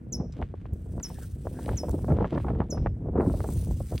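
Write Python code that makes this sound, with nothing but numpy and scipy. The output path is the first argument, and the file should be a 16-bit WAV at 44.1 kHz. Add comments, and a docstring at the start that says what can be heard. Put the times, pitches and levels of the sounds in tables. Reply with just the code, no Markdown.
"""Snake on desert gravel

A snake slides over dry gravel, its scales hissing softly and nudging pebbles. A small animal,
probably a ground squirrel, whistles four sharp falling alarm chirps that echo off stones and scrub.
Gusts rumble, flutter, thump and pop on the microphone. Dry grass rustles as its stems brush
together, and something, perhaps a bird, calls faintly far away."""
import sys
import numpy as np
from scipy import signal
from scipy.fft import rfft, irfft
from scipy.io import wavfile
from scipy.ndimage import uniform_filter1d

SR = 44100
rng = np.random.default_rng(int(sys.argv[2]) if len(sys.argv) > 2 else 0)


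def put_to_file(sound):
    """Save the sound as 16-bit audio at rate SR, in the file named by the first command-line argument."""
    columns = np.atleast_2d(sound).T  # one column per channel
    safe = np.clip(columns, -1, 1)
    whole_steps = np.round(safe * 32767)
    wavfile.write(sys.argv[1], SR, whole_steps.astype(np.int16))


N = 176400
T = np.arange(N) / SR

# "Mid" is what both ears share and "side" is how they differ: more side sounds wider.
# Width of the wind: f/Hz, side level/dB
WIND_WIDTH = [(60, -29.5), (125, -33), (250, -14), (450, -7.5), (800, -5), (1500, -1), (3000, -24)]
# Width of sounds on the ground: f/Hz, side level/dB
GROUND_WIDTH = [(1000, 6), (5500, -6.5), (9000, -7), (13000, -7)]


def from_db(db):
    """Turn decibels into a factor to multiply by."""
    return 10 ** (np.asarray(db) / 20)


def rms_one(x):
    """Scale a signal so that its average strength (rms) is 1."""
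    return x / np.sqrt(np.mean(x ** 2) + 1e-20)


def in_time(rows):
    """Join (time, value) points with straight lines, giving a value for every sample."""
    return np.interp(T, *np.transpose(rows))


def at_hz(rows, hz, column=1):
    """Read a table between its frequencies, with octaves evenly spaced."""
    rows = np.array(rows)
    return np.interp(np.log(np.maximum(hz, 1)), np.log(rows[:, 0]), rows[:, column])


def butter(x, hz, kind, order=2):
    """Keep the lows, the highs or a band; a higher order cuts more sharply."""
    sections = signal.butter(order, np.clip(hz, 10, .48 * SR), kind, fs=SR, output="sos")
    return signal.sosfilt(sections, x + 1e-18)


def drift(rate_hz):
    """A smooth random wobble of typical size 1."""
    pole = np.exp(-40 * np.pi * rate_hz / SR)
    noise = rng.standard_normal(N // 20 + 4002)
    slow = signal.lfilter([1], [1, -2 * pole, pole * pole], noise)[4000:]
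    return np.interp(np.arange(N) / 20, np.arange(len(slow)), rms_one(slow))


def stereo(mid, side):
    """Make left and right from mid and side."""
    return np.array([mid + side, mid - side])


def coloured(pair, colour, width):
    """Give two noises a tone colour and a stereo width; the mid has strength 1."""
    hz = np.arange(N // 2 + 1) * SR / N
    spectra = rfft(pair) * from_db(at_hz(colour, hz))
    mid = irfft(spectra[0], N)
    side = irfft(spectra[1] * from_db(at_hz(width, hz)), N)
    return stereo(mid, side) / np.std(mid)


def grains(per_s, spread_db):
    """Tiny random impacts of uneven size, as mid and side."""
    sizes = from_db(spread_db * np.minimum(rng.exponential(1, N), 4))
    hits = rng.random(N) < per_s / SR
    return rms_one(sizes * hits * rng.standard_normal((2, N)))


def evened(pair, span_s):
    """Hold the level of a noise steady over the given span."""
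    power = uniform_filter1d(np.mean(pair ** 2, axis=0), max(int(span_s * SR), 2))
    return pair / np.sqrt(power + 1e-9)


def with_energy_of(shape, pair):
    """Scale each of two bursts to hold as much energy as the shape."""
    return pair * np.sqrt(np.sum(shape ** 2) / np.sum(pair ** 2, axis=1, keepdims=True))


def swell(start, length):
    """A smooth rise and fall."""
    return np.sin(np.pi * np.clip((T - start) / length, 0, 1))


def air(level_db=-63):
    """The quiet, steady hush of open air."""
    # Tone of the hush: f/Hz, level/dB
    colour = [(100, -15.5), (220, 13.5), (700, -19.5), (1100, -12.5), (1600, -10.5), (2500, -18.5),
              (4200, -31), (9000, -33.5), (16000, -48.5)]
    # Its width: f/Hz, side level/dB
    width = [(150, 12), (1500, 11), (3000, -1), (6000, -2.5)]
    return from_db(level_db) * coloured(rng.standard_normal((2, N)), colour, width)


def far_bird(blur_hz=190):
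    """Faint gliding notes, blurred by distance."""
    # Bird notes: t/s, length/s, first f/Hz, last f/Hz, level/dB
    notes = [(1.138, 0.078, 1800, 1605, -60), (1.201, 0.059, 1584, 1460, -53.5),
             (1.529, 0.138, 1533, 1735, -56)]
    out = np.zeros(N)
    for start, length, first_hz, last_hz, db in notes:
        hz = np.interp(T, [start, start + length], [first_hz, last_hz])
        tone = np.sin(2 * np.pi * np.cumsum(hz) / SR)
        out += from_db(db) * swell(start, length) * drift(blur_hz) * tone
    return out


def grass(flicker_db=2):
    """Dry stems brush together in short crackly swells."""
    # Rustles: t/s, length/s, level/dB
    rustles = [(0.286, 0.24, -63.5), (0.493, 0.24, -68.5), (1.013, 0.13, -59), (1.609, 0.23, -56.5),
               (2.085, 0.28, -59.5), (2.272, 0.18, -56.5), (2.381, 0.35, -65.5), (2.67, 0.26, -66)]
    # Tone of the stems: f/Hz, level/dB
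    colour = [(800, 3.5), (1850, 2), (3200, -1), (4400, -9), (5500, -14), (8000, -19), (16000, -35.5)]
    level = sum(from_db(db) * swell(start, length) for start, length, db in rustles)
    flicker = from_db(flicker_db * drift(49))
    return level * flicker * coloured(grains(12000, spread_db=7), colour, GROUND_WIDTH)


def wind_rumble(trim_db=-0.08):
    """Wind on the microphone makes a deep rumble that swells and sinks."""
    # Strength of the rumble: t/s, level/dB
    levels = [(0, -48), (.15, -34.5), (.3, -37.5), (.45, -40), (.6, -38.5), (.8, -39), (.97, -32),
              (1.03, -46), (1.15, -37.5), (1.63, -38.5), (1.73, -22.5), (1.79, -38.5), (1.92, -32.5),
              (2.05, -31), (2.12, -23), (2.22, -26.5), (2.3, -43), (2.36, -31), (2.61, -27), (2.68, -41),
              (2.82, -23.5), (2.93, -30), (2.99, -37), (3.2, -27.5), (3.38, -26), (3.45, -33),
              (3.55, -28.5), (3.82, -30), (3.9, -41.5), (3.95, -24), (4, -46)]
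    # Its tone: f/Hz, level/dB
    colour = [(15, -47.5), (30, -17), (45, -5.5), (62, -1.5), (90, -3.5), (130, -8.5), (200, -20),
              (400, -46.5), (1000, -107.5)]
    noise = coloured(rng.standard_normal((2, N)), colour, WIND_WIDTH)
    return from_db(in_time(levels) + trim_db) * evened(noise, span_s=0.067)


def wind_flutter(reference_db=-36.5, eddy_hz=71):
    """Wind noise brightens with each gust and flickers with its eddies (small swirls of air)."""
    # Gust strength: t/s, level/dB
    gusts = [(0, -51), (.07, -43), (.1, -48), (.16, -36), (.24, -41.5), (.33, -54), (.41, -33.5),
             (.47, -50), (.63, -52.5), (.74, -42), (.83, -54), (.87, -47.5), (.97, -40), (1.04, -46),
             (1.15, -46.5), (1.32, -53.5), (1.46, -43), (1.53, -44), (1.65, -39), (1.71, -32.5),
             (1.78, -41), (1.85, -33.5), (2.02, -40), (2.07, -39.5), (2.11, -26.5), (2.16, -34.5),
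             (2.25, -30), (2.3, -46.5), (2.33, -28.5), (2.43, -43.5), (2.46, -33), (2.6, -32.5),
             (2.68, -46), (2.73, -35.5), (2.86, -40.5), (2.99, -46.5), (3.07, -34), (3.13, -39.5),
             (3.18, -25), (3.27, -32), (3.33, -36), (3.52, -39), (3.68, -39.5), (3.76, -45), (3.89, -50.5),
             (3.93, -34.5), (4, -48.5)]
    # Flutter bands: f/Hz, level at the reference gust/dB, growth/(dB per dB of gust), flicker/dB
    bands = [(135, -40.5, 0.71, 6), (238, -41, 1, 5), (398, -45.5, 1.24, 6.5), (640, -55.5, 1.38, 12.5),
             (1100, -65.5, 2.4, 5.5), (1570, -80, 2.5, 8), (2800, -92, 0.8, 0)]
    gust_db = in_time(gusts) - reference_db
    eddies = 1.44 * np.tanh(drift(eddy_hz) / 2)
    edges_hz = 125 * 2 ** np.arange(0, 5.1, .5)  # half an octave apart
    out = np.zeros((2, N))
    for low, high in zip(edges_hz, edges_hz[1:]):
        hz = np.sqrt(low * high)
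        mid, side = butter(rng.standard_normal((2, N)), [low, high], "band", order=3)
        band = evened(stereo(mid, side * from_db(at_hz(WIND_WIDTH, hz))), span_s=0.038)
        db, growth, flicker_db = (at_hz(bands, hz, column) for column in (1, 2, 3))
        out += band * from_db(db + growth * gust_db + flicker_db * eddies)
    return out


def wind_thumps(width_cycles=0.45):
    """A slow eddy pushes and pulls once or twice on the microphone."""
    # Slow eddies: t/s, level/dB, f/Hz
    thumps = [(0.204, -18, 150), (.43, -21, 67.7), (0.731, -20, 82.5), (0.982, -27.5, 129),
              (1.341, -26.5, 92), (1.477, -24.5, 74), (1.905, -18, 75), (2.12, -13.5, 128),
              (3.223, -27, 190), (3.578, -18, 68), (3.714, -17, 67)]
    out = np.zeros(N)
    for centre, db, hz in thumps:
        cycles = (centre - T) * hz
        out += from_db(db) * np.sin(2 * np.pi * cycles) * np.exp(-(cycles / width_cycles) ** 2 / 2)
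    return out


def wind_slaps(attack_s=0.001362, trim_db=-0.5, edge_db=-37.5, side_db=-8):
    """An eddy slaps the microphone with a sudden puff; the faster it is, the brighter it sounds."""
    # Puffs: t/s, level/dB, fade time/s, treble cutoff/Hz
    puffs = [(0.199, -30, 0.019, 550), (0.418, -28.5, 0.0057, 820), (.86, -40, 0.0073, 480),
             (1, -43.5, 0.0064, 1550), (1.101, -38.5, 0.011, 720), (1.186, -38.5, 0.0027, 785),
             (1.453, -32, 0.0095, 656), (1.59, -32.5, 0.0042, 876), (1.681, -31, 0.0075, 870),
             (1.733, -36, 0.0044, 820), (1.834, -24.5, 0.0088, 570), (1.884, -29.5, 0.0075, 750),
             (1.941, -21, 0.011, 467), (2.082, -26.5, 0.01, 790), (2.103, -23, 0.0091, 690),
             (2.12, -23.5, 0.019, 564), (2.172, -34, 0.0059, 596), (2.208, -23.5, 0.0062, 700),
             (2.252, -28.5, 0.0066, 1100), (2.326, -18.5, 0.0048, 420), (2.446, -31, 0.0046, 870),
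             (2.467, -36, 0.0077, 990), (2.483, -27.5, 0.0073, 1130), (2.615, -30, 0.0098, 1010),
             (2.726, -28, 0.012, 583), (2.772, -34.5, 0.0087, 845), (3.156, -20.5, 0.0048, 650),
             (3.184, -17.5, 0.018, 378), (3.248, -26, 0.0077, 597), (3.262, -28, 0.0034, 640),
             (3.275, -16, 0.0093, 380), (3.339, -26, 0.0072, 567), (3.442, -28, 0.0081, 760),
             (3.803, -28, 0.0043, 603), (3.921, -32, 0.015, 640)]
    out, t = np.zeros((2, N)), T[:SR // 8]
    for peak_s, db, decay_s, cutoff_hz in puffs:
        shape = np.minimum(t / attack_s, 1) * np.exp(-np.maximum(t - attack_s, 0) / decay_s)
        noise = evened(rng.standard_normal((2, len(t))), span_s=0.00043) * shape
        body = butter(noise, cutoff_hz, "low", order=4)
        edge = from_db(edge_db) * butter(noise, 2 * cutoff_hz, "low", order=4)
        mid, side = with_energy_of(shape, butter(body + edge, 150, "high"))
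        i = int((peak_s - attack_s) * SR)
        out[:, i:i + len(t)] += from_db(db + trim_db) * stereo(mid, side * from_db(side_db))[:, :N - i]
    return out


def wind_pops(trim_db=-1, wake_db=-3, wake_s=0.0045, side_db=-8, low_hz=232, high_hz=3270):
    """A tight swirl crosses the microphone: a pressure spike, then a ragged wake. Narrow is bright."""
    # Pops: t/s, level/dB, width/s
    pops = [(.4258, -20, 0.00026), (0.5406, -22, 0.00087), (.656, -27, 0.00047), (0.98, -16.5, .0011),
            (1.4701, -13.5, .0008), (1.6893, -17, 0.00073), (1.6919, -14.5, 0.00044),
            (1.8946, -18, 0.00081), (1.991, -28, 0.0006), (2.045, -17.5, .0008), (2.1066, -31, 0.00039),
            (2.1207, -15.5, 0.00057), (2.187, -10.5, 0.00074), (2.2074, -16, 0.0006),
            (2.2263, -13, 0.00073), (2.245, -9.5, 0.00048), (2.328, -31, 0.00014), (2.3611, -20.5, 0.00049),
            (2.376, -15, 0.00059), (2.3794, -13, 0.00054), (2.401, -23.5, 0.00059), (2.5031, -19, 0.00056),
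            (2.5504, -32, 0.00035), (2.6041, -12, 0.00046), (2.7783, -19.5, 0.00055),
            (2.8613, -10, 0.00048), (2.8698, -16, 0.00043), (3.1603, -24, 0.00056), (3.1786, -22, .0008),
            (3.1996, -10.5, 0.00072), (3.2072, -11.5, 0.00057), (3.219, -15, 0.00084),
            (3.2988, -18.5, 0.00066), (3.4049, -18, 0.00054), (3.4893, -14.5, 0.00097),
            (3.71, -21, 0.00084)]
    out, size = np.zeros((2, N)), SR // 20
    t = (np.arange(size) - size // 10) / SR
    hz = np.arange(size // 2 + 1) * SR / size
    soft_ends = signal.get_window(("tukey", .15), size)
    mid_and_side = np.array([[1], [1j * from_db(side_db)]])  # a quarter cycle apart
    for peak_s, db, width_s in pops:
        wake = rng.standard_normal((2, size)) * (t > 0) * np.exp(-np.abs(t) / wake_s)
        wake *= from_db(wake_db) / np.sqrt(np.sum(wake[0] ** 2))
        random_phase = np.exp(2j * np.pi * rng.random())
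        spike = rfft(1. * (t == 0)) * mid_and_side * random_phase
        blur = np.exp(-np.pi * width_s * hz)
        pulse = irfft((spike + rfft(wake)) * blur, size) / irfft(blur, size)[0] * soft_ends
        mid, side = butter(butter(pulse, low_hz, "high"), high_hz, "low", order=3)
        i = int((peak_s + t[0]) * SR)
        out[:, i:i + size] += from_db(db + trim_db) * stereo(mid, side)[:, :N - i]
    return out


def pebbles(sharpness=0.77):
    """A pebble or twig gives way with a tiny crunch in one broad band of pitch."""
    # Crunches: t/s, level/dB, f/Hz, fade time/s
    ticks = [(0.323, -56, 4260, 0.0071), (0.7338, -56, 11000, 0.0051), (0.998, -51, 3700, 0.0021),
             (1.0924, -51, 12000, .005), (1.314, -60, 10000, .003), (1.66, -41, 2820, 0.0013),
             (1.8939, -41.5, 9150, 0.0014), (1.909, -44, 11000, 0.0025), (1.914, -50, 5700, 0.0035),
             (2.349, -47, 2800, 0.0015), (3.5354, -47, 10400, 0.0084), (3.979, -35, 3000, 0.0022)]
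    out, t = np.zeros((2, N)), T[:SR // 10]
    edge_ratio = 1 + .5 / sharpness
    for start, db, hz, decay_s in ticks:
        shape = np.exp(-t / decay_s)
        burst = rng.standard_normal((2, len(t))) * shape
        crunch = butter(burst, [hz / edge_ratio, hz * edge_ratio], "band", order=3)
        mid, side = with_energy_of(shape, crunch)
        side *= from_db(at_hz(GROUND_WIDTH, hz))
        i = int(start * SR)
        out[:, i:i + len(t)] += from_db(db) * stereo(mid, side)[:, :N - i]
    return out


def echo_spray(db, fade_s, first_s=0.0042):
    """A dense spray of tiny echoes that falls by 60 dB in fade_s."""
    t = T[:SR // 2]
    spray = grains(4000, spread_db=3)[:, :len(t)] * from_db(-60 * t / fade_s) * (t > first_s)
    return from_db(db) * spray / np.sqrt(np.sum(spray[0] ** 2))


def scrub_echoes(call, treble_db=8.5, side_db=-7):
    """Stones close by add quick, bright echoes to a call; bushes farther off add a faint, dull tail."""
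    stones = echo_spray(db=-7, fade_s=0.11)
    stones += from_db(treble_db) * butter(stones, 8700, "high", order=8)
    bushes = butter(echo_spray(db=-10, fade_s=0.39), 5170, "low", order=5)
    mid, side = (signal.fftconvolve(call, echoes)[:N] for echoes in stones + bushes)
    return stereo(call + mid, from_db(side_db) * side)


def alarm_chirps():
    """Each chirp is a whistle that plunges and levels off, its overtones gaining on it as it fades."""
    # Chirps: t/s, level/dB, final f/Hz, length/s, overtone level against the whistle/dB
    chirps = [(0.1206, -29, 5096, 0.037, -26.5), (1.0254, -31, 5120, 0.044, -23),
              (1.767, -33, 5120, 0.053, -25.5), (2.6999, -33.5, 5030, 0.046, -26.5)]
    swoop_hz, swoop_s = 2130, .0125  # the pitch sinks towards its final value
    snap_hz, snap_s = 1310, 0.0043  # with a steeper drop at the very start
    attack_s, hold_s, release_s = 0.011, 0.0045, 0.0055
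    fade_db_per_s, overtone_db_per_s, third_db = 375, 222, -9
    out = np.zeros(N)
    for start, db, end_hz, length, overtone_db in chirps:
        t = np.clip(T - start, 0, 2 * length)
        hz = end_hz + swoop_hz * np.exp(-t / swoop_s) + snap_hz * np.exp(-t / snap_s)
        phase = 2 * np.pi * np.cumsum(hz * (1 + 0.0026 * drift(210))) / SR
        opening = np.sin(np.pi / 2 * np.minimum(t / attack_s, 1)) ** 2
        closing = np.clip((length - t) / release_s + .5, 0, 1)
        level = from_db(db - fade_db_per_s * np.maximum(t - hold_s, 0))
        overtones = np.sin(2 * phase) + from_db(third_db) * np.sin(3 * phase)
        overtones *= from_db(overtone_db + overtone_db_per_s * (t - hold_s))
        out += opening * closing * level * (np.sin(phase) + overtones)
    return out


def snake(trim_db=-5.5, grain_db=0.5, flicker_db=1.68, patchy_db=1.74, band_hz=1200):
    """Belly scales drag over sand: countless grains slip in a hiss whose tone shifts with the ground."""
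    # Strength of the sliding: t/s, level/dB
    levels = [(0, -80), (.72, -82), (.75, -69), (.82, -66), (1.0, -63), (1.1, -57.5), (1.22, -51),
              (1.38, -61.5), (1.55, -54.5), (1.67, -50.5), (1.85, -55.5), (2.1, -55), (2.24, -85.5),
              (2.41, -60.5), (2.58, -77), (3.14, -79), (3.21, -61), (3.33, -52.5), (3.55, -47), (3.82, -54),
              (4, -47.5)]
    # Tone of the hiss: f/Hz, level/dB
    colour = [(1000, -6), (2000, -6), (3500, -5), (5000, -5.5), (6400, -4.5), (7300, -5.5), (8400, 2),
              (9600, 0), (11500, -9.5), (14500, -5.5), (16000, -3)]
    friction = rng.standard_normal((2, N)) + from_db(grain_db) * grains(2300, spread_db=-2)
    spectrum = rfft(coloured(friction, colour, GROUND_WIDTH))
    band = np.arange(spectrum.shape[1]) * SR // N // band_hz  # each band wavers on its own
    hiss = sum(irfft(spectrum * (band == k), N) * from_db(patchy_db * drift(8)) for k in range(14))
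    return from_db(in_time(levels) + trim_db + flicker_db * drift(35)) * hiss


def scene():
    """Animals, ground and wind over quiet open air."""
    hush = air()
    calls = scrub_echoes(alarm_chirps()) + far_bird()
    ground = snake() + grass() + pebbles()
    wind = wind_rumble() + wind_flutter() + wind_thumps() + wind_slaps() + wind_pops()
    return hush + calls + ground + wind


def record(dry, low_cut_hz=37, high_cut_hz=15950, spread_db=-1.5, spread_above_hz=4000):
    """The recorder narrows the bass and upper mids, widens the treble, and cuts the extremes of pitch."""
    # The recorder's stereo width: f/Hz, side level/dB
    width = [(1500, -7.5), (1900, -24.5), (2600, -34), (4600, -40.5), (5100, -4.5), (16000, 2)]
    # The bass goes mono (alike in both ears) as the wind picks up: t/s, mono below f/Hz
    mono_below = [(0, 167), (1.25, 169), (1.45, 364), (2.8, 432), (3.1, 560), (4, 585)]
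    hz, times, (mid, side) = signal.stft(stereo(*dry) / 2, SR, nperseg=1024)
    hz = hz[:, None]
    # In the treble, part of the mid enters the side a quarter cycle late.
    side = side - 1j * from_db(spread_db) * mid * (hz > spread_above_hz)
    mono_hz = np.interp(times, *np.transpose(mono_below))
    bass_cut = 1 / np.sqrt(1 + (mono_hz / np.maximum(hz, 1)) ** 12)
    side = signal.istft(side * bass_cut * from_db(at_hz(width, hz)), SR)[1][:N]
    out = butter(stereo(dry.mean(axis=0), side), low_cut_hz, "high", order=4)
    return signal.sosfilt(signal.ellip(10, .2, 80, high_cut_hz, fs=SR, output="sos"), out)


dry = scene()
out = record(dry)
put_to_file(out)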